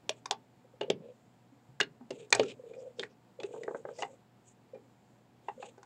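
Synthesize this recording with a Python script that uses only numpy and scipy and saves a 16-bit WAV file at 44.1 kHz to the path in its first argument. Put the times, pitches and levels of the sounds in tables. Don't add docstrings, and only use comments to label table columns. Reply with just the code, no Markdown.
import sys
import numpy as np
from scipy import signal
from scipy.fft import rfft, irfft
from scipy.io import wavfile
from scipy.ndimage import uniform_filter1d

SR = 44100
rng = np.random.default_rng(int(sys.argv[2]) if len(sys.argv) > 2 else 0)


def transcribe(signal):
    frames = np.atleast_2d(signal).T
    limited = np.clip(frames, -1, 1)
    pcm = np.round(limited * 32767).astype(np.int16)
    wavfile.write(sys.argv[1], SR, pcm)


N = 257984
TIME, FREQS = np.arange(N) / SR, np.fft.rfftfreq(N, 1 / SR)
LEAD = SR // 200


def amp(db):
    return 10 ** (np.asarray(db) / 20)


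def unit_rms(x):
    return x / np.sqrt(np.mean(x ** 2) + 1e-20)


def value_at(points, hz):
    f, value = np.transpose(points)
    return np.interp(np.log(hz + 1), np.log(f + 1), value)


def add(mix, start_s, sound):
    part = mix[round(start_s * SR):][:len(sound)]
    part += sound[:len(part)]


def coloured(x, spectrum):
    return unit_rms(irfft(rfft(x) * amp(value_at(spectrum, FREQS)), N))


def wander(rate_hz):
    return unit_rms(irfft(rfft(rng.standard_normal(N)) / (1 + (FREQS / rate_hz) ** 4), N))


def held(t, start, end, edge_s):
    return (1 + np.tanh((t - start) / edge_s)) * (1 + np.tanh((end - t) / edge_s)) / 4


def resonate(x, hz, width_hz):
    turn = np.exp(2j * np.pi * np.cumsum(hz * np.ones(len(x))) / SR)
    pole = np.exp(-np.pi * width_hz / SR)
    return 2 * (turn * signal.lfilter([1 - pole], [1, -pole], x / turn)).real


# (frequency [Hz], relative density [dB])
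ROOM_TONE = [(15, -60), (25, -41), (45, -18), (91, -12.5), (122, -3.5), (209, -3), (297, -6.5),
             (445, -10.5), (482, -9), (567, -12), (945, -13), (1080, -18), (5280, -32), (7100, -42),
             (15500, -41)]
# (frequency [Hz], level [dB])
MAINS_HUM = [(120, -70.5), (240, -77.5), (727, -79)]
def workshop(air_db=-65, hiss_db=-85):
    air = amp(air_db - 0.55 * wander(6)) * coloured(rng.standard_normal(N), ROOM_TONE)
    hiss = amp(hiss_db + 2 * wander(4)) * coloured(rng.standard_normal(N), FRICTION_SPECTRA[0])
    hum = sum(amp(db) * np.sqrt(2) * np.sin(2 * np.pi * (hz * TIME + rng.random()))
              for hz, db in MAINS_HUM)
    return air + hiss + hum


# (frequency [Hz], time to fall 60 dB [s])
WALL_DECAY = [(150, 0.54), (500, 0.07), (1500, 0.12), (3800, 0.08), (6000, .09), (9000, 0.054)]
def walls(x, build_s=0.011, absorbed_above_hz=5200):
    hz, t, spectra = signal.stft(rng.standard_normal(SR // 2), SR, nperseg=256)
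    decay = amp(-60 * t / value_at(WALL_DECAY, hz)[:, None])
    tail = signal.istft(spectra * decay, SR, nperseg=256)[1]
    tail *= 1 - np.exp(-(np.arange(len(tail)) / SR / build_s) ** 2)
    tail = signal.sosfilt(signal.butter(4, absorbed_above_hz, fs=SR, output="sos"), tail)
    return signal.fftconvolve(x, tail / np.linalg.norm(tail))[:N]


# (start [s], end [s], groan [dB], groan pitch [Hz], thread hiss [dB], needle plate rasp [dB])
WHEEL_PUSHES = [(1.015, 1.12, -51.5, 505, -100, -73.5), (2.12, 2.26, -54.5, 455, -66, -63),
                (2.36, 2.535, -47, 440, -62.5, -53), (2.661, 2.776, -51.5, 465, -77, -73),
                (2.778, 2.829, -49.5, 520, -70.5, -74.5), (2.833, 2.918, -48.5, 500, -78.5, -81),
                (2.978, 3.063, -51, 460, -68, -68), (3.417, 3.658, -47.5, 465, -68.5, -70),
                (3.658, 3.823, -52, 480, -71.5, -79), (3.874, 3.935, -46.5, 486, -74, -71.5),
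                (3.955, 4.053, -53.5, 510, -58, -62.5), (4.069, 4.157, -59, 510, -71, -79.5),
                (5.6, 5.707, -59, 510, -64.5, -63)]
def groan(slips_per_s=110, unevenness=0.45, width_hz=45, skirt_hz=230, drift=.03, waver_db=0.27):
    slip_count = np.cumsum(slips_per_s * np.exp(unevenness * wander(60))) / SR
    slips = np.diff(np.floor(slip_count), prepend=0) * rng.uniform(-1, 1, N)
    start, end, db, pitch, _, _ = np.transpose(WHEEL_PUSHES)
    hz = np.interp(TIME, (start + end) / 2, pitch) * (1 + drift * wander(19))
    bed = slips
    for width in (width_hz, skirt_hz, 2 * skirt_hz):
        bed = resonate(bed, hz, width)
    level = amp(db) @ held(TIME, start[:, None], end[:, None], edge_s=0.01)
    return amp(waver_db * wander(13)) * level * unit_rms(bed)


# (start [s], end [s], hiss [dB], rasp [dB])
FINGER_RUBS = [(0.093, 0.206, -75, -75), (3.103, 3.132, -86, -75.5), (4.446, 4.531, -67.5, -82.5),
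               (5.435, 5.513, -74, -70)]
# (start [s], end [s], level [dB])
CLOTH_DRAGS = [(2.363, 2.526, -63.5), (2.768, 2.82, -69.5), (2.973, 3.06, -67), (3.105, 3.14, -71.5),
               (3.941, 4.05, -61.5)]
# (frequency [Hz], relative level [dB])
FRICTION_SPECTRA = [
    [(4500, -34), (6100, -9), (7100, 0), (8100, -4), (9000, -15), (10000, -27), (12000, -50)],
    [(3800, -35), (4600, -3), (5200, 0), (6200, -5), (8000, -28), (12000, -60)],
    [(300, -40), (1000, -16), (1900, -12), (2500, 0), (3400, -2), (4400, -13), (6000, -28), (12000, -65)],
]
def cloth_and_thread(fibre_db=2, catch_db=3, ends_db=-5):
    strokes = [(*row[:2], *row[-2:]) for row in WHEEL_PUSHES] + FINGER_RUBS
    hisses = [(start, end, db) for start, end, db, _ in strokes]
    rasps = [(start, end, db) for start, end, _, db in strokes]
    t, out = TIME[::64], np.zeros(N)
    catching = amp(fibre_db * wander(500) + catch_db * wander(40))
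    for spectrum, rows in zip(FRICTION_SPECTRA, (hisses, CLOTH_DRAGS, rasps)):
        start, end, db = np.transpose(rows)[:, :, None]
        off_centre = np.clip((2 * t - start - end) / (end - start), -1, 1)
        level = (held(t, start, end, edge_s=0.014) * amp(db + ends_db * off_centre ** 2)).sum(0)
        out += np.interp(TIME, t, level) * coloured(rng.standard_normal(N) * catching, spectrum)
    return out


# (time [s], level [dB], pitch [Hz])
LINKAGE_BUMPS = [(.1, -32, 620), (.644, -54.5, 518), (.736, -51.5, 512), (.879, -36.5, 492),
                 (.904, -51, 122), (1.032, -42.5, 493), (1.098, -45, 510), (1.52, -54.5, 275),
                 (1.686, -51, 135), (2.007, -46, 242), (2.336, -48, 117), (2.404, -17.5, 437),
                 (2.439, -31, 397), (2.593, -41.5, 507), (2.635, -42, 490), (2.986, -39, 498),
                 (3.008, -41.5, 379), (3.388, -38, 518), (3.44, -29.5, 399), (4.733, -38, 519),
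                 (5.576, -44.5, 520), (5.597, -40.5, 509)]
def bumps(rise_s=0.0039, ring_cycles=30, settles_per_s=2, settle_db=-57.5, settle_hz=(194, 321.5)):
    out, t = np.zeros(N), np.arange(SR // 4) / SR
    low, high = settle_hz
    settling = [(when * N / SR, settle_db, low * (high / low) ** pitch)
                for when, pitch in rng.random((round(settles_per_s * N / SR), 2))]
    for start, db, hz in LINKAGE_BUMPS + settling:
        swell = (1 - np.exp(-(t / rise_s) ** 2)) * amp(-60 * t * hz / ring_cycles)
        add(out, start, amp(db) * swell / swell.max() * np.sin(2 * np.pi * hz * t))
    return out


BAND_EDGES = [120, 300, 680, 1300, 2250, 4700, 8800]
def band_levels(body_hz, ping_hz, knock_db, ping_db, crack_db, ping_db_per_oct, flat_oct=0.33):
    hz = np.sqrt(np.multiply(BAND_EDGES[:-1], BAND_EDGES[1:]))
    body_oct, ping_oct = (np.maximum(abs(np.log2(hz / centre)) - flat_oct, 0)
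                          for centre in (body_hz, ping_hz))
    knock = knock_db - np.where(hz < body_hz, 18, 20.5) * body_oct
    ping = ping_db - ping_db_per_oct * ping_oct
    crack = crack_db - 9 * np.log2(hz[-1] / hz)
    return np.max([knock, ping, crack], axis=0)


# (frequency [Hz], relative level [dB], base time to fall 60 dB [s])
FRAME_MODES = [(139, -11, 0.68), (245, -4.5, 0.24), (384, 1.5, .15), (411, 4.5, 0.14), (495, -1.5, 0.18),
               (664, -4, 0.14), (807, 1, 0.14), (894, -4.5, 0.21), (970, -15, .05), (1310, -28.5, .08),
               (1579, -13, 0.11), (1900, -11.5, 0.097), (2403, 2, 0.023), (2590, -6.5, 0.036),
               (2880, -3.5, .04), (3350, -10.5, 0.044), (3330, -6.5, 0.013), (3536, 5, 0.11),
               (3790, 6.5, 0.01), (4323, 7.5, 0.015), (5216, -9, 0.0067), (6320, 7, 0.05), (6580, 13, .018),
               (6920, 9.5, 0.035), (7893, -3.5, .016)]
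def blow(body_hz, ping_hz, contact_s, ring, band_db, crack_t60=.017, rattle_t60=.11):
    t = np.arange(SR // 3) / SR
    hz, db, t60 = np.transpose(FRAME_MODES + [(body_hz, 7, .07), (ping_hz, 12, .04)])[:, :, None]
    hz = hz * (1 + .025 * rng.standard_normal(hz.shape))
    t60 = np.minimum(t60 * ring, 125 / hz)
    modes = (amp(db - 60 * t / t60) * np.sin(2 * np.pi * (hz * t + rng.random(hz.shape)))).sum(0)
    noise, grain = rng.standard_normal((2, len(t)))
    noise += amp(12) * (resonate(noise, body_hz, body_hz / 10) + resonate(noise, ping_hz, ping_hz / 20))
    looseness = amp(3 * unit_rms(uniform_filter1d(grain, size=120)))
    crack = amp(21 - 60 * t / crack_t60)
    onset = 1 - np.exp(-(t / contact_s) ** 2)
    dull = signal.butter(2, np.clip(4.5 / contact_s, 1500, 9000), fs=SR, output="sos")
    out = np.zeros(LEAD + len(t))
    for low, high, level_db in zip(BAND_EDGES, BAND_EDGES[1:], band_db):
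        octave = np.log2(high / BAND_EDGES[3])
        band_t60 = rattle_t60 * ring * 2 ** (-.15 * octave)
        rattle = looseness * amp(8 - 4 * octave - 60 * t / band_t60)
        struck = signal.sosfilt(dull, (modes + noise * (crack + rattle)) * onset)
        bandpass = signal.butter(3, [low, high], "band", fs=SR, output="sos")
        band = signal.sosfiltfilt(bandpass, np.pad(struck, (LEAD, 0)))
        attack_rms = np.std(band[LEAD:][:round(.015 * SR)])
        out += amp(level_db) * band / attack_rms
    return out


# (time [s], level [dB], sharpness [0-1])
THREAD_PLUCKS = [(3.535, -44, 0), (3.56, -46.5, 0.2), (3.679, -36, 0.97), (3.69, -50, 1), (3.707, -42, 0),
                 (3.7467, -37.5, 0.96), (3.759, -50.5, 0.95), (3.851, -40.5, 0.88), (3.8865, -42, 0.76)]
def thread_plucks(body_hz=540, ping_hz=1550, ring=0.52):
    out = np.zeros(LEAD + N)
    for start, db, sharpness in THREAD_PLUCKS:
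        softness = 1 - sharpness
        contact_s = 0.00061 + 0.0051 * softness
        band_db = band_levels(body_hz, ping_hz, knock_db=db, ping_db=db - 13 - 20 * softness,
                              crack_db=db - 44, ping_db_per_oct=42)
        add(out, start, blow(body_hz, ping_hz, contact_s, ring, band_db))
    return out[LEAD:]


# (frequency [Hz], width [Hz], gain [dB])
PLATE_MODES = [(2425, 66, -2.5), (3850, 450, -8.5), (4420, 140, -7.5), (6723, 140, -9.5)]
def needle_plate(x):
    return x + sum(amp(db) * resonate(x, hz, width) for hz, width, db in PLATE_MODES)


# (time [s], body pitch [Hz], ping pitch [Hz],
# contact time [s], ring time [factor], knock [dB], ping [dB], crack [dB])
STEEL_CLICKS = [(0.0926, 610, 3370, 0.00094, 0.28, -36.5, -34, -37.5),
                (0.2568, 1000, 3700, .0012, .7, -42, -60, -46),
                (0.3098, 854, 3320, 0.00055, 0.67, -32, -33.5, -36),
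                (0.327, 748, 3500, 0.0014, 0.4, -49, -72, -66),
                (0.8095, 535, 2870, .003, 0.86, -33, -40, -64),
                (0.83, 513, 3040, 0.0023, 1.6, -51.5, -55, -71),
                (0.9, 400, 3400, .0015, 0.35, -24.5, -33.5, -41.5),
                (1.8016, 370, 1685, 0.0012, 0.35, -54, -27, -39),
                (1.81, 385, 2850, .0005, 0.69, -34.5, -27.5, -42.5),
                (1.83, 380, 4200, .001, 1.5, -59.5, -51.5, -57),
                (2.007, 690, 1530, .004, 0.71, -57.5, -80, -95.5),
                (2.105, 385, 2762, 0.0026, .6, -36.5, -50, -53),
                (2.3039, 540, 8200, .0004, 1.15, -58.5, -52, -63),
                (2.326, 700, 2370, 0.00046, .46, -27.5, -22, -27),
                (2.349, 667, 1550, .00035, 1, -33, -42.5, -34.5),
                (2.3953, 473, 2870, 0.0011, .48, -22.5, -35, -46.5),
                (2.432, 426, 1354, 0.0012, 0.77, -48, -50, -54),
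                (2.734, 435, 2400, .0046, 0.91, -59, -63.5, -79),
                (2.995, 430, 3296, .0005, 0.91, -40, -40, -64),
                (3.029, 434, 1950, 0.00077, .6, -70, -48, -71.5),
                (3.0343, 440, 1790, 0.00028, 0.34, -52, -41.5, -65.5),
                (3.3996, 557, 3360, 0.0022, 1.24, -45.5, -52.5, -80),
                (3.4327, 469, 2610, 0.00092, 0.94, -42.5, -49, -58),
                (3.634, 380, 1920, .0006, 0.74, -49.5, -50.5, -60.5),
                (3.984, 630, 1980, .006, 1.5, -45, -56.5, -55.5),
                (4.0214, 739, 2820, .0021, 0.93, -35.5, -41.5, -50),
                (4.03, 757, 2010, .0033, 0.46, -39.5, -44, -69),
                (4.743, 525, 2390, .008, 1.08, -53, -69, -83.5),
                (5.4837, 815, 2720, .0028, 0.48, -35.5, -53, -79.5),
                (5.6249, 786, 2530, 0.0018, 0.9, -44, -53, -79),
                (5.777, 602, 1540, 0.0036, 1, -54.5, -69.5, -76),
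                (5.8301, 980, 1480, .0007, 1.1, -57.5, -64, -65)]
def steel_clicks(padded_s=0.018, hard_crack_db=-37, snap_t60=0.056):
    out, t = np.zeros(LEAD + N), np.arange(SR // 20) / SR
    snap_band = signal.butter(2, [7500, 11000], "band", fs=SR, output="sos")
    for start, body_hz, ping_hz, contact_s, ring, knock_db, ping_db, crack_db in STEEL_CLICKS:
        ping_db_per_oct = 19.5 * (1 + contact_s / padded_s)
        band_db = band_levels(body_hz, ping_hz, knock_db, ping_db, crack_db, ping_db_per_oct)
        add(out, start, blow(body_hz, ping_hz, contact_s, ring, band_db))
        snap_db = -45 + 1.2 * min(crack_db - hard_crack_db, 0)
        snap = rng.standard_normal(len(t)) * amp(snap_db - 60 * t / snap_t60)
        add(out, start + LEAD / SR, signal.sosfilt(snap_band, snap))
    return out[LEAD:]


def scene(walls_db=-18, steel_db=-1, cloth_db=-1):
    machine = amp(steel_db) * needle_plate(steel_clicks()) + thread_plucks() + bumps() + groan()
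    reflections = amp(walls_db) * walls(machine)
    rubbing = amp(cloth_db) * needle_plate(cloth_and_thread())
    return (machine + reflections + rubbing + workshop())[None]


def record(dry, top_hz=15800):
    lowpass = signal.firwin(511, top_hz, window=("kaiser", 9), fs=SR)
    return signal.oaconvolve(dry, lowpass[None], "same")


dry = scene()
out = record(dry)
transcribe(out)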